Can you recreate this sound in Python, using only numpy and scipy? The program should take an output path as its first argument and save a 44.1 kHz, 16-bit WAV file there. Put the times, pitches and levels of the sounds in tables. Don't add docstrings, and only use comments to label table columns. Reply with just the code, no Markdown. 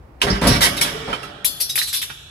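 import sys
import numpy as np
from scipy import signal
from scipy.fft import rfft, irfft, next_fast_len
from scipy.io import wavfile

SR = 44100
rng = np.random.default_rng(int(sys.argv[2]) if len(sys.argv) > 2 else 0)


def wrap_up_sound(samples):
    columns = np.atleast_2d(samples).T
    tamed = np.clip(columns, -1, 1)
    steps = np.round(tamed * 32767).astype(np.int16)
    wavfile.write(sys.argv[1], SR, steps)


def natural_amplitude(level_db):
    exponent = np.asarray(level_db, float) / 20
    return 10 ** exponent


N = 101429

# pitch_hz, level_db, t60_s
PANELS = [(1140, 17.5, 0.031), (1410, 9, .033), (1600, -25, .05), (2024, 11, 0.09), (2310, 20.5, 0.022),
          (2700, -7, 0.02), (3370, -7, 0.051), (3855, -6, 0.028), (4580, -11, 0.085), (5100, 1, 0.066),
          (5226, -3, 0.029), (5560, 19, 0.011)]
# frequency_hz, level_db (per Hz)
CLANG_COLOUR = [(290, -4), (500, 1), (798, -4), (872, 2), (1500, -1.5), (8410, -13.5), (10300, -11),
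                (15300, -28), (16500, -70)]
GRIPS_S = [1.6, 1.696, 1.757, 1.93, 2.02]
ATTACK_S, RELEASE_S, MUTE_S = 0.0017, 0.011, 0.0045
MOTOR_ON_S = 0.21
RIGHT_LAG_S = 21 / 44100


def at_hz(points, hz):
    points = np.array(points)
    return np.interp(np.log(np.maximum(hz, 1)), np.log(points[:, 0]), points[:, 1])


def near(hz, pitch_hz, octaves):
    return np.exp(-.5 * (np.log2(np.maximum(hz, 1) / pitch_hz) / octaves) ** 2)


def rms_one(x):
    return x / np.sqrt(np.mean(x ** 2) + 1e-20)


def coloured(x, db_at):
    size = next_fast_len(x.shape[-1] + 4096)
    hz = np.arange(size // 2 + 1) * SR / size
    return irfft(rfft(x, size) * natural_amplitude(db_at(hz)), size)[..., :x.shape[-1]]


def high_pass(x, hz, order=2):
    return signal.sosfilt(signal.butter(order, hz, "high", fs=SR, output="sos"), x)


def ring(x, hz, t60):
    radius = natural_amplitude(-60 / (max(t60, .002) * SR))
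    angle = 2 * np.pi * hz / SR
    return signal.lfilter([0, np.sin(angle)], [1, -2 * radius * np.cos(angle), radius * radius], x + 1e-18)


def contact(length, rough_db, release):
    t = np.arange(SR // 2) / SR
    shape = np.minimum(t / ATTACK_S, 1) * np.exp(-np.maximum(t - length, 0) / release)
    grit = rng.standard_normal(len(t)) * natural_amplitude(rough_db * rng.standard_normal(len(t)))
    return shape * rms_one(grit), shape


def strength(db, shape):
    return natural_amplitude(db) * np.sqrt(np.mean(shape ** 2))


def add(out, s, x):
    i = int(s * SR)
    out[i:i + len(x)] += x[:len(out) - i]


def choke(t, end):
    return np.exp(-np.maximum(t - end, 0) / MUTE_S)


def struck(hits, modes, colour, ends, modes_db, favour_db, rough_db, scatter_db, release, octaves, peak_db):
    out = np.zeros(N)
    for (s, length, db, tilt, pitch_hz), end in zip(hits, ends):
        burst, shape = contact(length, rough_db, release)

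        def slope(hz):
            return tilt * np.log2(np.clip(hz, 300, 16000) / 4000)

        def clatter_db(hz):
            return at_hz(colour, hz) + slope(hz) + peak_db * near(hz, pitch_hz, 0.087)

        clatter = coloured(burst, clatter_db)
        tone = 0
        for hz, mode_db, t60 in modes:
            level_db = mode_db + slope(hz) + favour_db * near(hz, pitch_hz, octaves)
            level_db += scatter_db * rng.standard_normal()
            tone = tone + natural_amplitude(level_db) * rms_one(ring(burst, hz, t60))
        tone = tone * choke(s + np.arange(len(tone)) / SR, end)
        hit = rms_one(rms_one(clatter) + natural_amplitude(modes_db) * rms_one(tone))
        add(out, s, strength(db, shape) * hit)
    return out


def pair(size):
    mid, side = rng.standard_normal((2, size))
    side = high_pass(side, 600)
    return np.array([mid + side, mid - side]) / np.sqrt(2)


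def workshop(x, early_db, tail_db, lag=0):
    # frequency_hz, t60_s
    room_t60 = [(50, 1.5), (300, 2.33), (1500, 2.09), (4000, 1.295), (8000, 0.44), (14000, 1.02)]
    t = np.arange(2 * SR) / SR
    noise, tail = pair(2 * SR), 0
    for low in 30 * 2.0 ** np.arange(9.1):
        edges_hz = [low, min(2 * low, .45 * SR)]
        band = signal.sosfilt(signal.butter(2, edges_hz, "band", fs=SR, output="sos"), noise)
        tail = tail + band * natural_amplitude(-60 * t / at_hz(room_t60, 1.313 * low))
    tail = tail * np.minimum(t / 0.023, 1)
    early = pair(2 * SR) * natural_amplitude(-60 * t / 0.12) * (t > .002)
    early = high_pass(early, 300)
    response = natural_amplitude(tail_db) * tail / np.sqrt(np.sum(tail ** 2) / 2)
    response += natural_amplitude(early_db) * early / np.sqrt(np.sum(early ** 2) / 2)
    response[0, 0] += 1
    response[1, int(lag * SR)] += 1
    return signal.fftconvolve(x[None], response, axes=1)[:, :N]


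def balance(left_db, right_db):
    return natural_amplitude(np.array([[left_db], [right_db]]))


def shop_hum():
    # frequency_hz, level_db (per Hz)
    hum_colour = [(25, -3), (63, 9), (165, -10), (320, -12), (1000, -20.5), (2300, -34), (3200, -44),
                  (9000, -48)]
    level_db = -42 - 6 * (np.arange(N) > MOTOR_ON_S * SR)
    return natural_amplitude(level_db) * rms_one(coloured(pair(N), lambda hz: at_hz(hum_colour, hz)))


def motor():
    pitch_hz, width_hz = 134.2, 9.8
    hum = rms_one(ring(rng.standard_normal(N), pitch_hz, 2.0 / width_hz))
    return natural_amplitude(-50.5) * hum * (np.arange(N) > MOTOR_ON_S * SR)


def slide():
    # time_s, level_db
    scrape_level = [(.86, -70), (.9, -38), (1.05, -41), (1.2, -41), (1.3, -47.5)]
    # time_s, level_db
    note_level = [(.88, -60), (.95, -33.5), (1.07, -33), (1.1, -59)]
    t = np.arange(N) / SR
    grit = rng.standard_normal(N) * natural_amplitude(1.5 * rng.standard_normal(N))
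    tone = sum(natural_amplitude(db) * ring(grit, hz, 0.36 * t60) for hz, db, t60 in PANELS)
    hiss = coloured(grit, lambda hz: at_hz(CLANG_COLOUR, hz))
    scrape = rms_one(rms_one(tone) + natural_amplitude(-0.5) * rms_one(hiss))
    note = rms_one(ring(grit, 447, 0.41))
    scrape_db = np.interp(t, *np.transpose(scrape_level), left=-120, right=-120)
    note_db = np.interp(t, *np.transpose(note_level), left=-120, right=-120)
    return natural_amplitude(scrape_db) * scrape + natural_amplitude(note_db) * note


def clinks():
    # start_s, length_s, level_db, tilt_db_per_octave, pitch_hz
    landings = [(1.445, 0.009, -14.5, 11, 3483), (1.6, 0.012, -23, 5.5, 4675),
                (1.606, 0.0086, -19, 13, 11030), (1.692, 0.0069, -25.5, 5, 5140),
                (1.755, 0.003, -16, 10, 4760), (1.778, 0.011, -20, 3.5, 3980),
                (1.821, 0.0097, -27, 7, 5740), (1.872, 0.017, -30, 4.5, 8400),
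                (1.928, 0.0029, -21, 5.5, 5093), (1.936, 0.016, -24, 4, 3483),
                (1.959, 0.011, -27, 2, 11690), (2.015, 0.014, -27, 3, 3680),
                (2.096, 0.0059, -35, -7.5, 1547)]
    # pitch_hz, level_db, t60_s
    strip_partials = [(3440, 4.5, 0.4), (3483, 5, 0.45), (3780, 5, 0.3), (3670, 8, 0.14), (3944, 9.5, 0.28),
                      (4285, 6, .5), (4675, 11.5, 0.3), (5140, -1, 0.35), (5570, 6, 0.34), (6085, 2, 0.23),
                      (6650, -9, 0.14), (7220, 4, 0.3),
                      (7950, -2, .19), (8110, -5, 0.33), (8530, -15, 0.23), (9360, -7, 0.064), (9630, 6.5, 0.11),
             (10055, -7, 0.076), (10780, -10, 0.049), (11100, -22, 0.11), (10900, -6, 0.14),
             (11530, -20, 0.1), (12000, -11, 0.063), (12200, -4, 0.11), (12640, -8, .15), (13820, -7, .1)]
    # frequency_hz, level_db (per Hz)
    clink_colour = [(470, -27), (800, -17), (2730, -4), (3390, -2), (6140, -6), (8640, -8.5), (11100, 0),
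                    (15000, -19), (16300, -45)]
    ends = []
    for hit in landings:
        last = max(GRIPS_S[-1], hit[0] + hit[1])
        ends.append(min([s for s in GRIPS_S if s > hit[0] + .025] + [last]))
    return struck(landings, strip_partials, clink_colour, ends, modes_db=-7.0, favour_db=6.5, rough_db=2.5,
                  scatter_db=5.5, release=0.0069, octaves=0.059, peak_db=8.0)


def rings():
    # start_s, peak_db, pitch_hz, t60_s
    partials = [(1.449, -28, 3483, 0.23), (1.448, -43, 4285, 0.38), (1.45, -51, 4675, 0.17),
                (1.602, -29, 4675, 0.22), (1.606, -32.5, 5570, 0.2), (1.697, -22.5, 3807, .12),
                (1.696, -21, 6085, 0.097), (1.71, -31.5, 5140, 0.16), (1.757, -28, 4675, 0.077),
                (1.778, -29.5, 3944, 0.95), (1.818, -32, 4675, 0.47), (1.822, -31, 5130, 0.14),
                (1.817, -46, 5570, 0.26), (1.815, -34, 6650, 0.35), (1.817, -37, 4285, 0.49),
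                (1.83, -31, 10055, 0.27), (1.943, -24, 3483, 0.2), (1.94, -29, 3944, 0.41),
                (1.966, -36, 5140, 0.18), (1.817, -33, 6085, 0.27), (1.82, -31, 8530, 0.27),
                (1.449, -37, 5140, 0.27)]
    out, t = np.zeros(N), np.arange(SR // 4) / SR
    for s, db, hz, t60 in partials:
        end = min([g for g in GRIPS_S if g > s + .025] + [N])
        tone = np.minimum(t / ATTACK_S, 1) * ring(signal.unit_impulse(len(t)), hz, t60)
        add(out, s, natural_amplitude(db) * tone * choke(s + t, end))
    return out


def knocks():
    # start_s, peak_db, pitch_hz, t60_s
    edge_hits = [(0.2171, 3, 2910, 0.0033), (.814, -16.5, 2240, 0.05), (1.129, -11, 1323, 0.02),
                 (1.13, -26, 2384, 0.072), (1.1286, -24, 3080, 0.064), (1.233, -25.5, 1310, 0.06),
                 (1.231, -27.5, 2700, 0.024), (1.445, -17, 2300, 0.0062), (1.7569, -12, 2390, 0.0052),
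                 (1.7771, -6, 1920, 0.0033), (1.8158, -10, 1924, 0.0071), (1.9288, -21, 1700, .006),
                 (1.941, -19, 1560, .006), (2.0285, -16, 2060, .006), (2.1003, -31, 1413, 0.069)]
    out = np.zeros(N)
    for s, db, hz, t60 in edge_hits:
        add(out, s, natural_amplitude(db) * ring(signal.unit_impulse(SR // 4), hz, t60))
    return high_pass(out, 900)


def squeaks():
    # start_s, length_s, level_db, pitch_hz, width_hz
    rubs = [
        (0.298, 0.012, -22.5, 5140, 900),
        (0.337, 0.0089, -41, 3720, 900),
        (.472, 0.059, -27.5, 5550, 500),
        (0.488, 0.018, -34, 4260, 500),
        (0.775, 0.09, -37, 3880, 400),
    ]
    out = np.zeros(N)
    for s, length, db, hz, width_hz in rubs:
        burst, shape = contact(length, 2.5, RELEASE_S)
        t60 = 2.2 / width_hz
        add(out, s, strength(db, shape) * rms_one(ring(ring(burst, hz, t60), hz, t60)))
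    return out


def clangs():
    # start_s, length_s, level_db, tilt_db_per_octave, pitch_hz
    impacts = [(0.203, 0.023, -46, -1.5, 5800), (0.215, 0.01, -17, 1.5, 6500),
               (.265, 0.029, -20.5, -3, 1720), (0.303, 0.063, -27.5, -2, 1930),
               (0.413, 0.084, -25, 1, 1880), (0.469, 0.0072, -13, 6, 5200), (0.489, 0.075, -21.5, 0, 4030),
               (0.606, 0.052, -15.5, 3, 1970), (0.615, 0.029, -16, 4.5, 11400),
               (0.766, 0.015, -25.5, 5, 3970), (0.811, 0.0023, -11, 5.5, 3540),
               (0.843, 0.037, -27.5, 1, 3400), (1.076, 0.045, -30.5, -3, 700),
               (1.128, 0.0032, -22.5, -2, 1315), (1.229, 0.0017, -35, 3, 1326)]
    return [struck(hits, PANELS, CLANG_COLOUR, [N] * len(hits), modes_db=-14.5, favour_db=23, rough_db=2.5,
                   scatter_db=1.0, release=0.015, octaves=0.34, peak_db=4.5)
            for hits in (impacts[::2], impacts[1::2])]


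def booms():
    # start_s, peak_db, pitch_hz, rise_s
    members = [(.23, -17, 398.4, 0.017), (0.256, -20.5, 134, .015), (0.296, -13, 54, 0.024),
               (.298, -15.5, 193, 0.012), (0.349, -24, 51, 0.031), (0.418, -36, 73, .018),
               (0.441, -17, 260, 0.036), (0.47, -10, 78, 0.023), (0.469, -4, 165.7, 0.004),
               (0.503, -18, 151, .013), (0.541, -12.5, 141.4, 0.015), (.56, -17, 53, 0.011),
               (0.621, -40, 160, .02)]
    out, t = np.zeros(N), np.arange(SR // 2) / SR
    for s, db, hz, rise in members:
        swell = (t / rise * np.exp(1 - t / rise)) ** 2
        add(out, s, natural_amplitude(db) * swell * np.sin(2 * np.pi * hz * t))
    return out


def frame():
    # start_s, length_s, level_db, contact_cutoff_hz, pitch_hz
    thuds = [(0.233, 0.018, -16, 600, 395), (0.267, 0.0065, -21.5, 910, 585),
             (0.299, 0.028, -12, 250, 94.5), (.417, 0.028, -12, 850, 505), (0.432, 0.0041, -6.5, 296, 92),
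             (0.449, 0.027, -8.5, 810, 700), (0.476, 0.045, -8, 250, 100), (0.498, 0.01, -15, 250, 148),
             (0.549, 0.031, -17.5, 250, 160), (.62, 0.064, -27, 600, 160), (0.81, 0.0057, -22.5, 600, 199),
             (1.074, 0.035, -23, 1060, 600)]
    # pitch_hz, level_db, t60_s
    frame_modes = [(52, -26, 0.2), (68, -9, 0.18), (121.4, -6, 0.28), (160, -12.5, 0.53),
                   (205.9, -1.5, 0.36), (250, 1, 0.23), (306.3, -5, 0.11), (395, -27, .15), (483, -15, 1),
                   (505, -34, 0.18), (585, -6.5, 0.39), (710, -15, 0.11)]
    out = np.zeros(N)
    for s, length, db, cut_hz, pitch_hz in thuds:
        burst, shape = contact(length, 4.1, RELEASE_S)
        push = signal.sosfilt(signal.butter(2, cut_hz, fs=SR, output="sos"), burst)
        tone = 0
        for hz, mode_db, t60 in frame_modes:
            level_db = mode_db + 0.73 * rng.standard_normal() + 8.6 * near(hz, pitch_hz, 0.31)
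            tone = tone + natural_amplitude(level_db) * np.exp(-hz / cut_hz) * rms_one(ring(push, hz, t60))
        thud = rms_one(rms_one(tone) + natural_amplitude(3.0) * rms_one(push))
        add(out, s, strength(db, shape) * thud)
    return out


def scene():
    floor = workshop(clinks(), early_db=4.0, tail_db=-5) * balance(1.5, -1.5)
    floor = floor + workshop(rings(), early_db=-8, tail_db=-13)
    edges = workshop(knocks(), early_db=-2.5, tail_db=-16.5, lag=RIGHT_LAG_S) * balance(-2.5, 1.5)
    first, second = clangs()
    blade = workshop(first + slide(), early_db=1.0, tail_db=-6.5, lag=RIGHT_LAG_S)
    blade = blade + workshop(second + squeaks(), early_db=0.0, tail_db=-8.0, lag=RIGHT_LAG_S)
    body = workshop(natural_amplitude(-3) * frame() + booms(), early_db=-3.5, tail_db=-7.5)
    return shop_hum() + motor() + floor + edges + (blade + body) * balance(-1.5, -1.4)


def band_limit(x):
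    return signal.sosfilt(signal.butter(12, 16620, fs=SR, output="sos"), x)


def record(dry):
    # frequency_hz, left_minus_right_db
    ports = [(100, 4), (300, -3.5), (1400, -3.5), (3100, -9.5), (5500, -7), (8500, 25.5), (11500, 18),
             (15000, 3.5)]
    x = high_pass(dry, 45, order=3)
    left = coloured(x[0], lambda hz: 0.12 * at_hz(ports, hz))
    right = coloured(x[1], lambda hz: -.7 * at_hz(ports, hz))
    rounded = 1.112 * np.tanh(np.array([left, right]) / 1.272)
    top_cut = signal.cheby2(12, 50, 16700, fs=SR, output="sos")
    return band_limit(signal.sosfilt(top_cut, rounded))


dry = scene()
out = record(dry)
wrap_up_sound(out)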